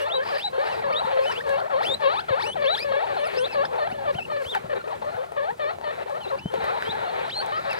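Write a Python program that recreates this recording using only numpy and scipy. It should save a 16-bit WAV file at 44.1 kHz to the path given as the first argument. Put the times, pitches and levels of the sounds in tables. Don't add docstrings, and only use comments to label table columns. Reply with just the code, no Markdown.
import sys
import numpy as np
from scipy import signal
from scipy.fft import rfft, irfft, next_fast_len
from scipy.io import wavfile
from scipy.ndimage import uniform_filter1d

SR = 44100
rng = np.random.default_rng(int(sys.argv[2]) if len(sys.argv) > 2 else 0)


def unload_wav(signal):
    wavfile.write(
        sys.argv[1],
        SR,
        np.round(np.clip(np.atleast_2d(signal).T, -1, 1) * 32767).astype(np.int16),
    )


def volts_from_db(level):
    exponent = np.asarray(level, float) / 20
    return 10 ** exponent


N = 343539

# (frequency [Hz], level [dB])
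HOARSE_AIR = [(300, -35), (400, 8), (700, -1), (1500, -6), (2400, -6), (4300, -21), (4900, -28.5),
              (5800, -57)]


def near_pups(breath_db=-25.0):
    out = np.zeros(N)
    for rows, overtones_db in calls():
        add(out, *voice(rows, overtones_db, jitter_hz=11.65, shimmer_db=1.5, edge_s=.002))
    low_part = colour(out, [(1500, 3.0), (2500, -45)])
    effort = np.sqrt(abs(uniform_filter1d(low_part ** 2, 200)))
    return out + volts_from_db(breath_db) * effort * evened(colour(rng.standard_normal(N), HOARSE_AIR))


# (time [s], pitch [Hz], level [dB])
WHEEK_LINES = [
    [(1.7, 994, -33), (1.714, 586.6, -22.5), (1.76, 510.5, -18.5), (1.806, 687, -19.5), (1.824, 1397, -25),
     (1.84, 2186, -31.5), (1.857, 2940, -30), (1.888, 3520, -27), (1.935, 3740, -23.5), (1.95, 4080, -20.5)],
    [(2.02, 584, -19.5), (2.072, 530, -14), (2.108, 609, -19.5), (2.149, 775, -26.5), (2.168, 1140, -25.5),
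     (2.194, 1321, -24.5), (2.21, 1790, -37)],
    [(2.285, 678, -22), (2.336, 491, -17.5), (2.386, 691, -25), (2.408, 1125, -24.5), (2.433, 2160, -35.5),
     (2.474, 2915, -30), (2.525, 3025, -35), (2.538, 3600, -30.5)],
    [(2.62, 625.6, -20.5), (2.666, 518.4, -16.5), (2.706, 652, -20), (2.75, 858, -27), (2.774, 1570, -32.5),
     (2.804, 2370, -33), (2.838, 2527, -27)],
]
# (time [s], pitch [Hz], level [dB])
ARCH_LINES = [
    [(4.138, 1625, -40), (4.15, 2860, -37), (4.17, 3247, -48.5), (4.19, 2950, -33.5), (4.2, 2620, -40),
     (4.226, 2595, -31.5), (4.24, 2950, -50), (4.254, 2820, -34), (4.26, 2380, -43)],
    [(4.44, 1920, -38), (4.455, 2930, -41.5), (4.51, 3824, -31.5), (4.545, 3020, -36.5), (4.555, 1120, -25)],
    [(.668, 2445, -43), (.69, 2900, -43), (.71, 3010, -42.5), (.738, 2540, -39)],
    [(1.225, 2460, -38), (1.255, 2600, -35.5), (1.27, 3045, -34.5), (1.315, 2986, -36), (1.327, 2500, -39)],
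    [(3.468, 1121, -36.5), (3.487, 2695, -41.5), (3.53, 2567, -38), (3.552, 2040, -42)],
    [(3.888, 1495, -35.5), (3.905, 1930, -41), (3.925, 2760, -44), (3.943, 3000, -42.5)],
]
# (time [s], pitch [Hz], level [dB])
CLIMB_LINES = [
    [(.07, 1002, -40), (.088, 2216, -40), (.105, 3020, -36.5), (.13, 3720, -29), (.15, 3891, -27),
     (.175, 3930, -30)],
    [(.383, 904, -31), (.398, 2580, -37), (.425, 3500, -33.5), (.45, 3955, -24), (.476, 4030, -30),
     (.485, 3760, -32.5)],
    [(.925, 2115, -31), (.945, 3130, -39), (.97, 3743, -25.5), (1.0, 3990, -30)],
    [(1.295, 1280, -25), (1.335, 2300, -41), (1.37, 2900, -32.5), (1.392, 3610, -38)],
    [(6.85, 3050, -40.5), (6.888, 3300, -38), (6.912, 3980, -29.5), (6.925, 4000, -38)],
    [(7.29, 1308, -36), (7.31, 3064, -36.5), (7.328, 3834, -32), (7.365, 4270, -31.5), (7.39, 4180, -29),
     (7.412, 4530, -34), (7.419, 4360, -27.5)],
    [(7.695, 2780, -41), (7.72, 2640, -30.5), (7.742, 1967, -39)],
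]
# (time [s], pitch [Hz], level [dB])
SHRIEK_LINES = [
    [(3.2, 3110, -40), (3.23, 2978, -46), (3.255, 2580, -36), (3.275, 2340, -37), (3.286, 2000, -47)],
    [(3.355, 1811, -51), (3.372, 2335, -42.5), (3.39, 2770, -32.5), (3.41, 3080, -43), (3.437, 3331, -38)],
]


def calls():
    out = low_calls() + whistles() + slides()
    for lines, overtones_db in ((WHEEK_LINES, -13), (ARCH_LINES, -15.5), (CLIMB_LINES, -22.5), (SHRIEK_LINES, -8.5)):
        out += [(line, overtones_db) for line in lines]
    return out


# (start time [s], length [s], lowest pitch [Hz], level [dB], end pitch [Hz])
DIP_CALLS = [(.3, 0.0757, 549.9, -23, 598), (.82, 0.097, 538.8, -23.5, 607),
             (1.61, 0.078, 543.9, -28.5, 1030), (1.87, 0.061, 524, -26.5, 550),
             (2.41, 0.067, 774.3, -28, 1360), (2.555, 0.082, 552, -22.5, 601.6),
             (3.07, 0.065, 568.8, -24.5, 537), (3.165, 0.11, 554.3, -20.5, 708),
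             (3.71, 0.064, 481, -34, 477), (3.78, 0.098, 578, -22.5, 779.7), (4.92, 0.05, 532, -31, 561),
             (5.02, 0.013, 634, -28, 637), (6.3, 0.061, 497.4, -24, 601.4), (7.03, 0.074, 678, -26, 706)]
# (start time [s], length [s], lowest pitch [Hz], level [dB], end pitch [Hz])
SAG_CALLS = [(0, 0.083, 531, -24, 722.2), (.14, 0.1, 492, -25.5, 623), (.44, 0.048, 760, -29.5, 719),
             (.53, 0.052, 492, -27.5, 613), (.69, 0.041, 561, -30.5, 570), (.9, 0.12, 569.4, -25, 788.4),
             (1.12, 0.1645, 510.3, -23, 595.5), (1.438, 0.076, 533.5, -27.5, 553.8),
             (2.845, 0.12, 532.4, -22.5, 552), (2.92, 0.1298, 528, -19.5, 1066),
             (3.37, 0.1, 475.4, -23.5, 681.4), (3.94, 0.1, 555, -32.5, 545),
             (4.055, 0.061, 563.2, -20, 536), (4.3, 0.073, 568, -24, 574), (4.365, 0.064, 555.3, -25, 544),
             (4.552, 0.027, 772, -24.5, 700), (4.695, 0.047, 562, -24, 555),
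             (5.365, 0.15, 534.1, -22, 1042), (5.595, 0.12, 559.5, -22, 700.6),
             (1.17, 0.031, 585.2, -20, 558), (5.84, 0.077, 578, -24, 610), (6.1, 0.081, 542, -27.5, 761.5),
             (5.175, 0.073, 473, -27, 760), (6.53, 0.0358, 492, -26.5, 478),
             (7.66, 0.0602, 517.4, -27.5, 683)]
# (start time [s], length [s], first pitch [Hz], level [dB], end pitch [Hz])
GLIDE_CALLS = [(.085, 0.046, 634.3, -28, 700), (.58, 0.0652, 527, -21.5, 644),
               (1.07, 0.0536, 504, -26, 607), (4.185, 0.024, 825, -25.5, 557), (4.84, 0.024, 592, -32, 650),
               (5.06, 0.0496, 610, -28.5, 568), (6.06, 0.03, 495, -29.5, 840), (5.14, 0.031, 680, -40, 810),
               (3.9, 0.028, 700, -31, 780), (8.1, .016, 1000, -30, 650), (7.59, 0.0313, 570, -30, 640),
               (7.445, .03, 890, -36.5, 890), (6.73, 0.0324, 780, -32, 860), (7.4, .018, 1400, -36, 1600),
               (2.465, 0.04, 599, -27.5, 590), (2.68, 0.0345, 599, -22.5, 640),
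               (6.665, 0.0585, 594, -25, 750), (4.75, 0.04, 370, -35, 420), (4.9, 0.051, 550, -31, 950),
               (7.52, 0.079, 615, -28.5, 650)]
# (start time [s], length [s], lowest pitch [Hz], level [dB], end pitch [Hz])
CRACK_CALLS = [
    (1.48, .125, 533, -22.5, 1776),
    (3.545, 0.11, 544, -19, 1970),
]


def low_calls():
    bent = dict(lead=1.55, settle_s=.015, late=3.6, overtones_db=-15)
    sagging = dict(lead=1.15, settle_s=.025, late=3.2, overtones_db=-15)
    straight = dict(lead=1, settle_s=.01, late=1.1, overtones_db=-15.5)
    cracking = dict(lead=1.13, settle_s=.03, late=9, overtones_db=-14)
    kinds = ((DIP_CALLS, bent), (SAG_CALLS, sagging), (GLIDE_CALLS, straight), (CRACK_CALLS, cracking))
    return [low_call(*row, **kind) for table, kind in kinds for row in table]


def low_call(start, length, low, db, end, lead, settle_s, late, overtones_db):
    close_db, off_pitch_db = 2.5, -9.5
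    u = np.linspace(0, 1, 16)
    settling = np.log2(lead) * np.exp(-u * length / settle_s)
    turning = np.log2(end / low) * u ** late
    octaves = settling + turning
    level_db = db + close_db + off_pitch_db * np.minimum(abs(octaves), .8)
    return np.transpose([start + u * length, low * 2 ** octaves, level_db]), overtones_db


# (start time [s], length [s], first pitch [Hz], top pitch [Hz], level [dB])
LEVELLING_WHISTLES = [
    (2.648, 0.102, 1906, 4051, -25),
]


def whistles(climb=.23, swell_db=-12.5, overtones_db=-22.5):
    out = []
    u = np.linspace(0, 1, 16)
    left = np.exp(-u / climb)
    for start, length, first, top, db in LEVELLING_WHISTLES:
        line = np.transpose([start + u * length, top - (top - first) * left, db + swell_db * left])
        out.append((line, overtones_db))
    return out


# (start time [s], length [s], first pitch [Hz], end pitch [Hz], level [dB])
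THIN_SLIDES = [(1.4, 0.014, 1445, 1950, -24.5), (2.747, 0.0088, 4060, 3060, -20.5),
               (3.438, 0.024, 3290, 4180, -26.5), (3.455, 0.0124, 3607, 3400, -38),
               (6.383, 0.0162, 2160, 2790, -38), (7.317, 0.032, 3340, 2960, -41),
               (6.208, 0.047, 3250, 2588, -39.5), (6.232, 0.029, 4260, 3890, -40),
               (6.275, 0.0244, 3543, 4200, -39), (6.374, 0.13, 2800, 3180, -44),
               (3.352, 0.028, 4200, 5430, -41), (4.79, 0.03, 1456, 1400, -33)]
# (start time [s], length [s], first pitch [Hz], end pitch [Hz], level [dB])
BRIGHT_SQUEALS = [
    (0, 0.038, 2768, 2900, -34),
    (.38, 0.027, 2263, 2975, -35),
]


def slides(growth_db=-5):
    out = []
    for table, overtones_db in ((THIN_SLIDES, -22), (BRIGHT_SQUEALS, -7.5)):
        for start, length, first, end, db in table:
            line = [(start, first, db + growth_db), (start + length, end, db)]
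            out.append((line, overtones_db))
    return out


# (frequency [Hz], level [dB])
THROAT_COLOUR = [(850, 5.5), (1130, 0), (1700, 1), (2700, -2.5), (4200, 3.5), (5400, -6), (6600, -31.5),
                 (9000, -6), (14000, -23)]
# (pitch [Hz], share of the overtone slope [0-1])
BREAK_SLOPE = [(700, .7), (1300, .7), (2100, .4), (2900, .75), (3800, .95)]
# (frequency [Hz], level [dB])
SHUT_MOUTH_COLOUR = [(4400, -2.1), (4800, -14.5), (9000, -9)]
# (call start time [s], lowest overtones level [dB], higher overtones level [dB])
MOUTH_OPENINGS = [(.14, 7.5, -0.5), (.44, 0, -7), (.53, 5, 2), (.9, 3, -1), (1.438, 6, 0), (1.48, 6, -2),
                  (1.61, 4.5, -9), (1.7, 5, -7), (2.02, 4, -0.5), (2.285, 5, -2), (2.62, 3.5, 0),
                  (3.545, 2, -5), (3.78, 2, -0.5), (4.365, 3, -0.5), (5.06, 6, -7.5), (5.175, -1, -5.5),
                  (5.365, 2, -6), (5.595, 2.5, 1), (5.84, 3, -1), (6.1, 1, -9), (6.3, 6, -14),
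                  (7.52, 10, 5.5), (7.66, 4, -2), (3.355, 6, -12), (3.2, -1.5, -5), (1.4, -9, -6),
                  (1.295, -7, -10), (6.375, 8, 1.5), (7.29, 5.5, -2), (.383, 2.5, 1), (1.225, 5.5, 1)]


def voice(rows, overtones_db, jitter_hz, shimmer_db, edge_s):
    s, hz, db = np.transpose(rows)
    t = np.arange(s[0] - edge_s, s[-1] + edge_s, 1 / SR)
    from_edge = np.minimum(t - t[0], t[-1] - t)
    bend = round(0.01047 * SR)
    pitch = np.exp(uniform_filter1d(np.interp(t, s, np.log(hz)), bend, mode="nearest"))
    unsettled = 1 + 3.96 * np.exp(-from_edge / 0.01214) * (pitch < 1300)
    pitch = pitch + jitter_hz * unsettled * wobble(len(t), 259.9)
    pitch = np.maximum(pitch, 100)
    turn = 2 * np.pi * np.cumsum(pitch) / SR
    slow = pitch[::32]
    slope_db = overtones_db * read(BREAK_SLOPE, slow)
    starts_low = hz.min() < 1200
    low_db, high_db = next((row[1:] for row in MOUTH_OPENINGS if abs(row[0] - s[0]) < .008), (0, -2))
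    shut = np.clip((1700 - slow) / 500, 0, 1)
    thinning = np.clip((slow - 750) / 400, 0, starts_low)
    out = np.sin(turn)
    for k in range(2, min(10, int(15600 / slow.min()) + 1)):
        partial = k * slow
        level_db = slope_db * np.log2(k) + read(THROAT_COLOUR, partial) + 3.76 * wobble(len(slow), 907)
        highness = min(k / 2 - 1, 1) if starts_low else k > 3
        level_db = level_db + low_db + (high_db - low_db) * highness
        level_db = level_db + read(SHUT_MOUTH_COLOUR, partial) * shut
        level_db = level_db - 8 * thinning * (partial < 3300)
        level_db = level_db + 5 * wobble(len(slow), 6000) * (partial > 4500)
        level = np.interp(t, t[::32], volts_from_db(level_db) * (partial < 15600))
        out += level * np.sin(k * turn + k)
    edge = np.clip(from_edge / (2 * edge_s), 0, 1)
    loudness = volts_from_db(np.interp(t, s, db) + shimmer_db * wobble(len(t), 155.5))
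    return t[0], np.sqrt(2) * out * edge * loudness


# (frequency [Hz], level [dB])
STRAIN_HISS = [(3800, -21.5), (4600, -2), (5400, 10.5), (6400, -19)]


def litter(per_s=30, hoarse_db=-7.0):
    chutter = np.zeros(N)
    for start, span, low, rise, fall, db in rng.random((int(per_s * N / SR), 6)):
        s, hz, span = start * N / SR, 440 * (1 + 1.1 * low ** 2), 0.02017 + .07 * span
        first, last = hz * (1 + .35 * fall), hz * (1 + 0.607 * rise)
        rows = [(s, first, -9 * db), (s + span / 2, hz, -9 * db), (s + span, last, -9 * db)]
        add(chutter, *voice(rows, -10.5, jitter_hz=45.5, shimmer_db=3.0, edge_s=.005))
    air = evened(colour(rng.standard_normal(N), HOARSE_AIR)) * volts_from_db(4.4 * wobble(N, 40))
    crowd_db = 10 * np.log10(uniform_filter1d(chutter ** 2, 1800) + 0.043)
    both = evened(chutter / volts_from_db(0.95 * crowd_db)) + volts_from_db(hoarse_db) * air
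    low_db, rasp_db = stir()
    low = evened(colour(both, [(1400, -13.5), (3000, -37.5)]))
    rasp = evened(colour(both, [(1400, -22.5), (2500, -21.5)]))
    strain = evened(colour(air, STRAIN_HISS)) * bouts(column=2)
    return strain + low * volts_from_db(low_db + 0.5) + rasp * volts_from_db(rasp_db + 7.0)


# (time [s], chutter level [dB], throat rasp level [dB])
LITTER_EFFORT = [(0, -30, -27), (.15, -26, -58.5), (0.351, -49, -25), (.56, -24, -33), (.72, -34, -37),
                 (.9, -25, -45), (1.151, -30, -33.5), (1.62, -26, -44), (2.1, -32.5, -33),
                 (2.42, -32.5, -36.5), (2.74, -59, -37), (3.0, -27, -38.5), (3.4, -57, -31),
                 (3.7, -28, -41.5), (4.77, -30, -43.5), (5.4, -34, -47), (6.75, -33.5, -37),
                 (7.78, -35.5, -40.5)]
# (time [s], half length [s], depth [dB])
BREATH_LULLS = [(0.457, 0.15, -18.5), (0.832, 0.035, -9), (1.42, 0.037, -10), (1.684, 0.016, -17),
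                (1.977, 0.0323, -13), (2.238, 0.047, -13), (2.528, 0.034, -8), (3.213, 0.027, -3),
                (3.501, 0.0264, -8), (3.697, 0.037, -6), (3.956, 0.13, -7.5), (4.23, 0.09, -13.5),
                (4.494, 0.048, -8), (4.64, 0.067, -6), (4.828, 0.052, -9.5), (5.305, 0.063, -9.5),
                (5.547, 0.0238, -7), (5.787, 0.052, -12.5), (6.057, 0.023, -23), (6.216, 0.052, -4.5),
                (6.444, 0.098, -15.5), (7.323, 0.042, -11)]


def stir():
    coarse = np.arange(0, N + 99, 100) / SR
    t = np.arange(N) / SR
    s, low_db, rasp_db = np.transpose(LITTER_EFFORT)
    dips_db = sum(db * np.clip(1 - ((coarse - at) / half) ** 2, 0, 1) for at, half, db in BREATH_LULLS)
    lull_db = np.interp(t, coarse, dips_db)
    return np.interp(t, s, low_db) + lull_db, np.interp(t, s, rasp_db) + lull_db


# (start time [s], length [s], hiss level [dB], fur rise [dB])
SHOVING_BOUTS = [(0, .06, -62, 1), (0.227, .21, -35, 2.5), (.58, 0.234, -42, 1.5), (1.183, 0.24, -47, 4),
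                 (1.453, 0.108, -59, 5.5), (1.81, 0.085, -37, 8), (2.385, 0.092, -40, 5),
                 (2.728, 0.049, -61, 8), (3.323, 0.11, -46.5, 1), (4.08, 0.25, -62, 3),
                 (4.396, 0.194, -63.5, 6.5), (6.516, 0.05, -65, 1.5), (6.62, 0.095, -49, 2.5),
                 (6.793, 0.095, -44.5, 3), (7.279, 0.11, -51, 3), (7.462, 0.82, -41, 1)]


def bouts(column):
    out = np.zeros(N)
    for row in SHOVING_BOUTS:
        arch = np.sin(np.pi * np.linspace(0, 1, int(row[1] * SR))) ** .5
        add(out, row[0], arch * (volts_from_db(row[2]) if column == 2 else row[3]))
    return out


# (start time [s], length [s], level [dB])
GRUMBLE_TIMES = [(0.228, 0.044, -42), (0.629, 0.19, -39), (1.045, 0.049, -37), (4.538, .028, -29.5),
                 (4.753, 0.0322, -31), (4.9, 0.096, -48), (5.017, 0.019, -39.5), (5.075, 0.027, -37),
                 (5.912, 0.117, -41), (6.53, .07, -39), (6.608, 0.14, -31.5), (6.788, 0.091, -32),
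                 (6.91, 0.22, -37), (7.127, 0.16, -36), (7.43, 0.263, -36.5), (7.65, 0.17, -33.5)]
# (frequency [Hz], level [dB])
GRUFF_THROAT = [(350, -17), (600, -2), (1500, 0.5), (2500, -5.5), (3000, -27.5), (3900, -1.5), (4350, -19),
                (4700, -50)]


def grumbles(per_s=290, unevenness=.45):
    turns = np.cumsum(np.ones(N) + unevenness * np.tanh(wobble(N, 300))) / SR
    size, puff, out = volts_from_db(2.7 * wobble(N, 250)), rng.standard_normal(N), np.zeros(N)
    for start, length, db in GRUMBLE_TIMES:
        span = slice(round(start * SR), min(round((start + length) * SR), N))
        phase = turns[span] * per_s % 1
        beat = evened(np.exp(-phase / .03)) + .6 * np.exp(-phase / .3) * puff[span]
        arch = np.sin(np.pi * np.linspace(0, 1, len(phase))) ** 0.32
        add(out, start, volts_from_db(db + 7.0) * arch * size[span] * beat)
    return colour(out, GRUFF_THROAT)


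# (time [s], peak level [dB], ring frequency [Hz], snap level [dB])
CLAW_TICKS = [(1.492, -17, 600, -23), (4.549, -17.5, 1530, -16), (4.879, -36, 2500, -22),
              (5.32, -21.5, 590, -25), (5.785, -22, 605, -38), (5.812, -23.5, 820, -37),
              (6.096, -22, 692, -29), (6.642, -15.5, 646, -22), (6.823, -16.5, 1580, -38),
              (7.461, -24.5, 815.4, -11.5), (4.13, -36, 900, -17), (4.42, -33, 900, -10),
              (4.45, -39, 900, -17), (7.575, -32.5, 900, -16), (7.708, -26, 895, -12), (7.73, -29, 900, -7),
              (6.459, -23, 630, -38), (6.539, -12, 600, -35)]


def claws():
    out, t = np.zeros(N), np.arange(400) / SR
    decay = np.exp(-t / 0.0012)
    for s, db, hz, snap_db in CLAW_TICKS:
        ring = np.sin(2 * np.pi * hz * t) * decay
        snap = np.diff(uniform_filter1d(rng.standard_normal(401), size=3)) * decay
        add(out, s + 0.00098, volts_from_db(db + 9.0) * (ring + volts_from_db(snap_db) * snap))
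    return out


# (time [s], peak level [dB], swing frequency [Hz])
FOOT_THUDS = [(1.043, -30, 174), (2.304, -25.5, 109.2), (3.922, -28, 210), (4.15, -25, 133),
              (4.641, -29.5, 158), (6.454, -15.5, 167.8), (6.888, -29.5, 170.6), (1.477, -39, 86),
              (4.46, -33.5, 85), (5.091, -39, 189), (5.145, -36.5, 113), (5.521, -36, 150),
              (6.58, -34, 216), (6.63, -34, 80)]


def feet():
    out, t = np.zeros(N), np.arange(3000) / SR
    for s, db, hz in FOOT_THUDS:
        stiffened = t + 0.00076 * (1 - np.exp(-t / 0.0037))
        swing = -np.sin(2 * np.pi * hz * stiffened)
        add(out, s + 0.00335, volts_from_db(db + 2.5) * swing * np.exp(-1.1 * hz * t))
    return out


# (frequency [Hz], level [dB])
FUR_ON_CLOTH = [(4000, 5), (6000, -1), (9000, -1), (12500, -8.5), (15500, -7.5)]


def rustle():
    hiss = rng.standard_normal(N) * volts_from_db(0.98 * wobble(N, 120))
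    return evened(colour(hiss, FUR_ON_CLOTH)) * volts_from_db(0.26 * stir()[1] - 41.5 + bouts(column=3))


# (frequency [Hz], level per Hz [dB])
ROOM_COLOUR = [(18, -51.5), (30, -30), (86, 0), (146, -1.5), (204, -3), (300, -9), (390, 1), (660, -120)]
# (time [s], rumble level [dB])
BODY_RUMBLE = [(0, -52.5), (1.3, -49), (2.6, -49), (4.399, -46.5), (5.6, -52.5), (6.62, -47.5)]


def room_tone():
    a, b = rng.standard_normal((2, N))
    pair = colour(np.array([a, 0.63 * a + 0.77 * b]), ROOM_COLOUR)
    level_db = np.interp(np.arange(N) / SR, *np.transpose(BODY_RUMBLE))
    return volts_from_db(level_db + 2.2 * wobble(N, 10)) * evened(pair)


def pen(x, t60=0.0052, wet_db=-8.0):
    t = np.arange(6000) / SR
    tail = rng.standard_normal(6000) * volts_from_db(-60 * t / t60) * (t > .002)
    return x + volts_from_db(wet_db) * signal.fftconvolve(x, tail / np.linalg.norm(tail))[:N]


# (frequency [Hz], lag of the left [rad], left over right [dB], likeness [0-1])
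PORT_PAIR = [(300, 3.2, 3.5, .92), (520, 2.64, 6, .97), (860, 2.45, 4.8, .92), (1700, 1.96, 2.7, .82),
             (3000, 1.6, 1.9, .72), (3900, 1.1, 2.2, .8), (7800, .9, .8, .45), (12500, 0, 0, .5)]


def ports(x, echo_s, loose):
    size = next_fast_len(N)
    hz = np.fft.rfftfreq(size, 1 / SR)
    echo = rng.standard_normal(9000) * np.exp(-np.arange(9000) / SR / echo_s)
    other = rfft(echo, size)
    other = other / np.sqrt(abs(uniform_filter1d(abs(other) ** 2, size=600)))
    same = np.clip(read(PORT_PAIR, hz, column=3), 0, 1) ** loose
    turned = same * np.exp(1j * read(PORT_PAIR, hz, column=1)) + np.sqrt(1 - same ** 2) * other
    turned = turned / np.sqrt(abs(uniform_filter1d(abs(turned) ** 2, size=3000)))
    right = irfft(rfft(x, size) * turned / volts_from_db(read(PORT_PAIR, hz, column=2)), size)[:N]
    return np.array([x, right])


def evened(x):
    return x / np.sqrt(np.mean(x ** 2) + 1e-20)


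def read(points, hz, column=1):
    rows = np.transpose(points)
    return np.interp(np.log(hz + 1), np.log(rows[0] + 1), rows[column])


def colour(x, points):
    size = next_fast_len(x.shape[-1])
    gain = volts_from_db(read(points, np.fft.rfftfreq(size, 1 / SR)))
    return irfft(rfft(x, size) * gain, size)[..., :x.shape[-1]]


def wobble(length, hz):
    knots = rng.standard_normal(int(length * hz / SR) + 3)
    return np.interp(np.arange(length) * hz / SR, np.arange(len(knots)), knots)


def add(mix, s, sound):
    part = mix[max(round(s * SR), 0):][:len(sound)]
    part += sound[:len(part)]


# (time [s], gain at the right port [dB])
HEAP_DRIFT = [(0, 2), (1, 1.5), (2.5, -0.9), (4, 1.58), (4.7, 0.5), (5.6, 0.2), (6.6, 1.1), (7.79, 1.23)]


def scene():
    pups = near_pups()
    hush_db, hush_share = -26, .3
    loudness = abs(uniform_filter1d(pups ** 2, size=900))
    hush = (1 + loudness / volts_from_db(2 * hush_db)) ** -hush_share
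    near = ports(pen(pups) + claws(), echo_s=.007, loose=.8)
    heap = ports(hush * (litter() + grumbles()) + np.sqrt(hush) * rustle(), echo_s=.045, loose=1.3)
    right_db = np.interp(np.arange(N) / SR, *np.transpose(HEAP_DRIFT))
    drift = volts_from_db(np.outer([0, 1], right_db))
    low = room_tone() + colour(feet(), [(30, -22), (70, -0.5)])
    low = low * volts_from_db(np.array([[1.5], [-1.7]]))
    return colour((near + heap) * drift, [(270, -22), (370, 0)]) + low


def top_cut(x):
    return signal.sosfilt(signal.butter(12, 16830, fs=SR, output="sos"), x)


def record(dry):
    mix = colour(dry, [(25, 1.0), (70, -1.0), (15780, -1.5), (15850, -60.0)])
    return top_cut(mix)


dry = scene()
out = record(dry)
unload_wav(out)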